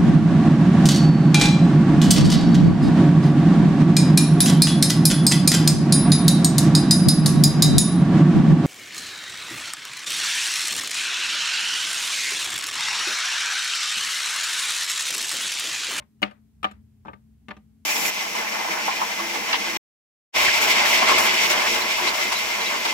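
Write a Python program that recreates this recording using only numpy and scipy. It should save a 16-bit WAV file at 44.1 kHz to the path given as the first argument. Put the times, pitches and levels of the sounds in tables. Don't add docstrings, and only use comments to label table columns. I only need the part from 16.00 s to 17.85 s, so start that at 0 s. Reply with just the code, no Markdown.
import sys
import numpy as np
from scipy import signal
from scipy.fft import rfft, irfft, next_fast_len
from scipy.io import wavfile
from scipy.ndimage import uniform_filter1d, map_coordinates

SR = 44100
rng = np.random.default_rng(int(sys.argv[2]) if len(sys.argv) > 2 else 0)


def level_to_linear(level):
    exponent = np.asarray(level, float) / 20
    return 10 ** exponent


def generate_wav(sig):
    pcm = np.round(np.clip(np.atleast_2d(sig).T, -1, 1) * 32767).astype(np.int16)
    wavfile.write(sys.argv[1], SR, pcm)


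N = 81585


def unit(x):
    return x / np.sqrt(np.mean(x ** 2) + 1e-20)


def along(points, hz):
    f, v = np.transpose(points)
    return np.interp(np.log(hz + 1), np.log(f + 1), v)


def wobble(rate_hz):
    knots = rng.standard_normal(int(N * rate_hz / SR) + 4)
    return map_coordinates(knots, [np.arange(N) * rate_hz / SR])


def filtered(x, response):
    m = next_fast_len(x.shape[-1] + 8192)
    return irfft(rfft(x, m) * response(np.fft.rfftfreq(m, 1 / SR)), m)[..., :x.shape[-1]]


def stereo_noise(gain, alike):
    def response(hz):
        turn = np.arccos(np.clip(along(alike, hz), -1, 1)) / 2
        return gain(hz) * [np.cos(turn), np.sin(turn)]

    mid, side = filtered(rng.standard_normal((2, N)), response)
    return unit(np.array([mid + side, mid - side]))


def room():
    # (frequency [Hz], width [Hz], level [dB])
    room_modes = [(64.2, 12, 2), (85, 10, 1.5), (122, 20, -2.5), (160, 8.8, -5), (231.5, 77, -11),
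                  (280, 30, -45), (394, 30, -30.5), (407, 13, -26.5)]
    # (frequency [Hz], left-right likeness [-1..1])
    likeness = [(60, 0.97), (240, 1), (950, 1), (3770, -0.01), (15000, -0.3)]
    # (time [s], level [dB])
    swell_points = [(0.0, -51), (0.096, -67.5), (0.256, -53.5), (0.292, -62), (0.632, -54), (1.838, -59),
                    (1.85, -60.5)]
    # (frequency [Hz], density [dB per Hz])
    hiss_colour = [(300, -32.5), (480, -10), (700, -4), (1200, -10), (2200, -9), (5000, -12.5),
                   (15600, -11.5)]
    rumble_db, hiss_db, swell_below_hz = -57, -75.5, 140

    def resonance(f):
        return np.sqrt(sum(level_to_linear(db) ** 2 / (1 + ((f - centre) / (width / 2)) ** 2) ** 2
                           for centre, width, db in room_modes))

    rumble = level_to_linear(rumble_db) * stereo_noise(resonance, likeness)
    deep = filtered(rumble, lambda f: f < swell_below_hz)
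    swell_db = np.interp(np.arange(N) / SR, *np.transpose(swell_points))
    rumble = rumble + deep * (level_to_linear(swell_db - swell_db.mean()) - 1)
    hiss = level_to_linear(hiss_db) * stereo_noise(lambda f: level_to_linear(along(hiss_colour, f)), likeness)
    return rumble + hiss


def hum():
    hum_hz, drift_hz, swing_db = 217.7, 1.5, 2.2
    hum_db, overtone_db = -61.5, -86
    side_rad, side_db = .3, 4.5
    phase = 2 * np.pi * np.cumsum(hum_hz + drift_hz * wobble(4.9)) / SR
    swing = np.sqrt(2) * level_to_linear(swing_db * wobble(15))
    tone = np.array([np.sin(phase + side * side_rad) * level_to_linear(side * side_db) for side in (1, -1)])
    return swing * (level_to_linear(hum_db) * tone + level_to_linear(overtone_db) * np.sin(2 * phase))


def dying(noise, t60s, gain):
    patchy_db = 2
    hz, t, z = signal.stft(noise, SR, nperseg=128)
    patches = uniform_filter1d(rng.standard_normal(z.shape[1:]), size=3, axis=0)
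    patches = uniform_filter1d(patches, size=4, axis=1)
    decay_db = -60 * t / np.abs(along(t60s, hz))[:, None]
    z = z * gain(hz)[:, None] * level_to_linear(patchy_db * unit(patches) + decay_db)
    return signal.istft(z, SR, nperseg=128)[1][..., :noise.shape[-1]]


def ring(t, drive_db, tone):
    # (frequency [Hz], t60 [s])
    top_modes = [(203, .2), (298, 0.083), (400, 0.088), (595, 0.1), (760, 0.11), (890, 0.032), (1062, .07),
                 (1190, 0.089), (1300, .07), (1550, .08), (1770, 0.054), (2230, 0.025), (2610, 0.023),
                 (2880, 0.035)]
    scatter_db, detune = 1.5, .006
    port_skew_db, ports_part_hz = 4, 486
    hz, t60 = np.transpose(top_modes)[:, :, None]
    size, skew, turn, shift = rng.standard_normal((4, len(hz), 1))
    part = np.minimum(hz / ports_part_hz, 1)
    mode_db = np.array(drive_db)[:, None] + scatter_db * size - 60 * t / t60
    phase = 2 * np.pi * hz * (1 + detune * shift) * t
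    ports = []
    for side in (.5, -.5):
        modes = level_to_linear(mode_db + port_skew_db * side * skew) * np.sin(phase + side * part * turn)
        ports.append((tone(hz) * modes).sum(axis=0))
    return np.array(ports)


def clatter_and_walls(t, rise, tone):
    # (frequency [Hz], density [dB per Hz])
    plate_colour = [(90, -41), (200, -13), (1000, -7.5), (2300, 1), (3400, -6.5), (4600, -16), (6500, -28),
                    (15500, -42)]
    # (frequency [Hz], t60 [s])
    plate_t60 = [(200, 0.16), (800, 0.17), (2000, 0.018), (4000, 0.01), (9000, .02)]
    # (frequency [Hz], t60 [s])
    wall_t60 = [(200, 0.39), (1000, 0.31), (2500, 0.18), (6000, 0.17), (12000, 0.16)]
    # (delay [s], level [dB])
    corner_echoes = [(.0033, 0), (.0056, -5.5), (.0097, -6)]
    snap_db, snap_t60_s = 10, 0.0074
    alike, walls_db = .65, -12.5

    def plain(f):
        return level_to_linear(along(plate_colour, f))

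    norm = np.sqrt(np.mean(plain(np.linspace(0, SR / 2, num=512)) ** 2))

    def colour(f):
        return plain(f) * tone(f) / norm

    a, b = rng.standard_normal((2, len(t)))
    near = np.array([a, alike * a + np.sqrt(1 - alike ** 2) * b])
    direct = dying(near, plate_t60, colour) * (1 + level_to_linear(snap_db - 60 * t / snap_t60_s)) * rise
    clatter = direct.copy()
    for delay_s, loss_db in corner_echoes:
        late = np.pad(direct, ((0, 0), (round(delay_s * SR), 0)))[:, :len(t)]
        clatter += level_to_linear(loss_db) * late
    walls = dying(rng.standard_normal((2, len(t))), wall_t60, colour)
    return clatter + level_to_linear(walls_db) * walls * rise ** 2


def tap(drive_db, thud_db, clack_db, fizz_db):
    rise_s, ring_db, clatter_db = .0006, -9.5, -14.5
    t = np.arange(SR // 2) / SR
    rise = 1 - np.exp(-t / rise_s)

    def tone(f):
        return level_to_linear(along([(275, thud_db), (550, 0), (900, 0), (2500, clack_db), (7600, fizz_db)], f))

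    ringing = ring(t, drive_db, tone) * rise
    return level_to_linear(ring_db) * ringing + level_to_linear(clatter_db) * clatter_and_walls(t, rise, tone)


def toy():
    # (time [s], strength [dB], thud [dB], clack [dB], fizz [dB]), last three over the body
    hops = [(0.219, -17, -2, -11.5, 10), (0.2282, -11.5, 2, 7.5, 5.5), (.3100, -33.5, -9.5, -7.5, 5.5),
            (0.6302, -23, -1, -0.5, 9), (0.6433, -13.5, -3.5, 4, 2.5), (0.7121, -40, 8, 0, 17.5),
            (1.0506, -29, -5.5, -21, -4.5), (1.0565, -29.5, 1, -16, -14), (1.0695, -42, 17, 0, 6.5),
            (1.0822, -20.5, -3.5, -11, -19), (1.1330, -34.5, 5, -5, 0.5), (1.4841, -27, 4, -2.5, 7.5),
            (1.4919, -32.5, 9.5, -4, -16), (1.5052, -48, -3, 11.5, 15.5), (1.5088, -25.5, 1.5, 2.5, -2),
            (1.5668, -39, 7, -1, 7)]
    # (time [s], strength [dB], thud [dB], clack [dB], fizz [dB])
    strays = [
        (-.012, -30.5, -1.5, 1, 2),
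        (.021, -46.5, 3.5, -1, -13),
        (.196, -65.5, -9.5, 2, 4.5),
        (1.8478, -53, -4, -2.5, 7),
    ]
    spots_db = [
        [-2, -7.5, -12, 1, -10.5, 14.5, 6, -26, -31, -8.5, -7, -2.5, -22, -24],
        [-4, 0, -8, -2.5, -6.5, -6.5, -13, -4.5, -7, -11, -5, -10.5, -11, 1.5],
        [1, -4.5, -8.5, -13.5, -2.5, 0, -8, 2, 6, -4, -4.5, -7, -10.5, -7.5],
        [2.5, -8.5, -5.5, -8.5, -8.5, 3, -10, -1, 0, -3.5, -11.5, -5.5, -4, -12],
        [2.5, -7, -9.5, -4.5, -8.5, -18, -8, -2, -16, -22, -14, -3, -1, -38],
    ]
    leaves_s = [
        .1,
        .5,
        .9,
        1.3,
    ]
    # (time [s], left over right [dB])
    pan_path = [(0.201, 5), (.65, 5), (1.1, 5), (1.6, 3)]
    # (time [s], right port lag [s])
    lag_path = [(.2, .00046), (1.2, .00041), (1.45, .00005)]
    lead, low_cut_hz = 4096, 210
    out = np.zeros((2, lead + N + SR))
    for s, db, *colour_db in hops + strays:
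        spot = np.searchsorted(leaves_s, s)
        left, right = level_to_linear(db) * tap(spots_db[spot], *colour_db)
        pan_db = np.interp(s, *np.transpose(pan_path))
        lag_s = np.interp(s, *np.transpose(lag_path))
        out[0, lead + round(s * SR):][:len(left)] += level_to_linear(pan_db / 2) * left
        out[1, lead + round((s + lag_s) * SR):][:len(right)] += level_to_linear(-pan_db / 2) * right
    low_cut = lambda f: (1j * f / (low_cut_hz + 1j * f)) ** 2
    return filtered(out, low_cut)[:, lead:lead + N]


def scene():
    return room() + hum() + toy()


def top_cut(x):
    return signal.sosfilt(signal.butter(12, 16250, fs=SR, output="sos"), x)


def record(dry):
    top_hz = 15700
    mix = filtered(dry, lambda f: f < top_hz)
    return top_cut(mix)


dry = scene()
out = record(dry)
generate_wav(out)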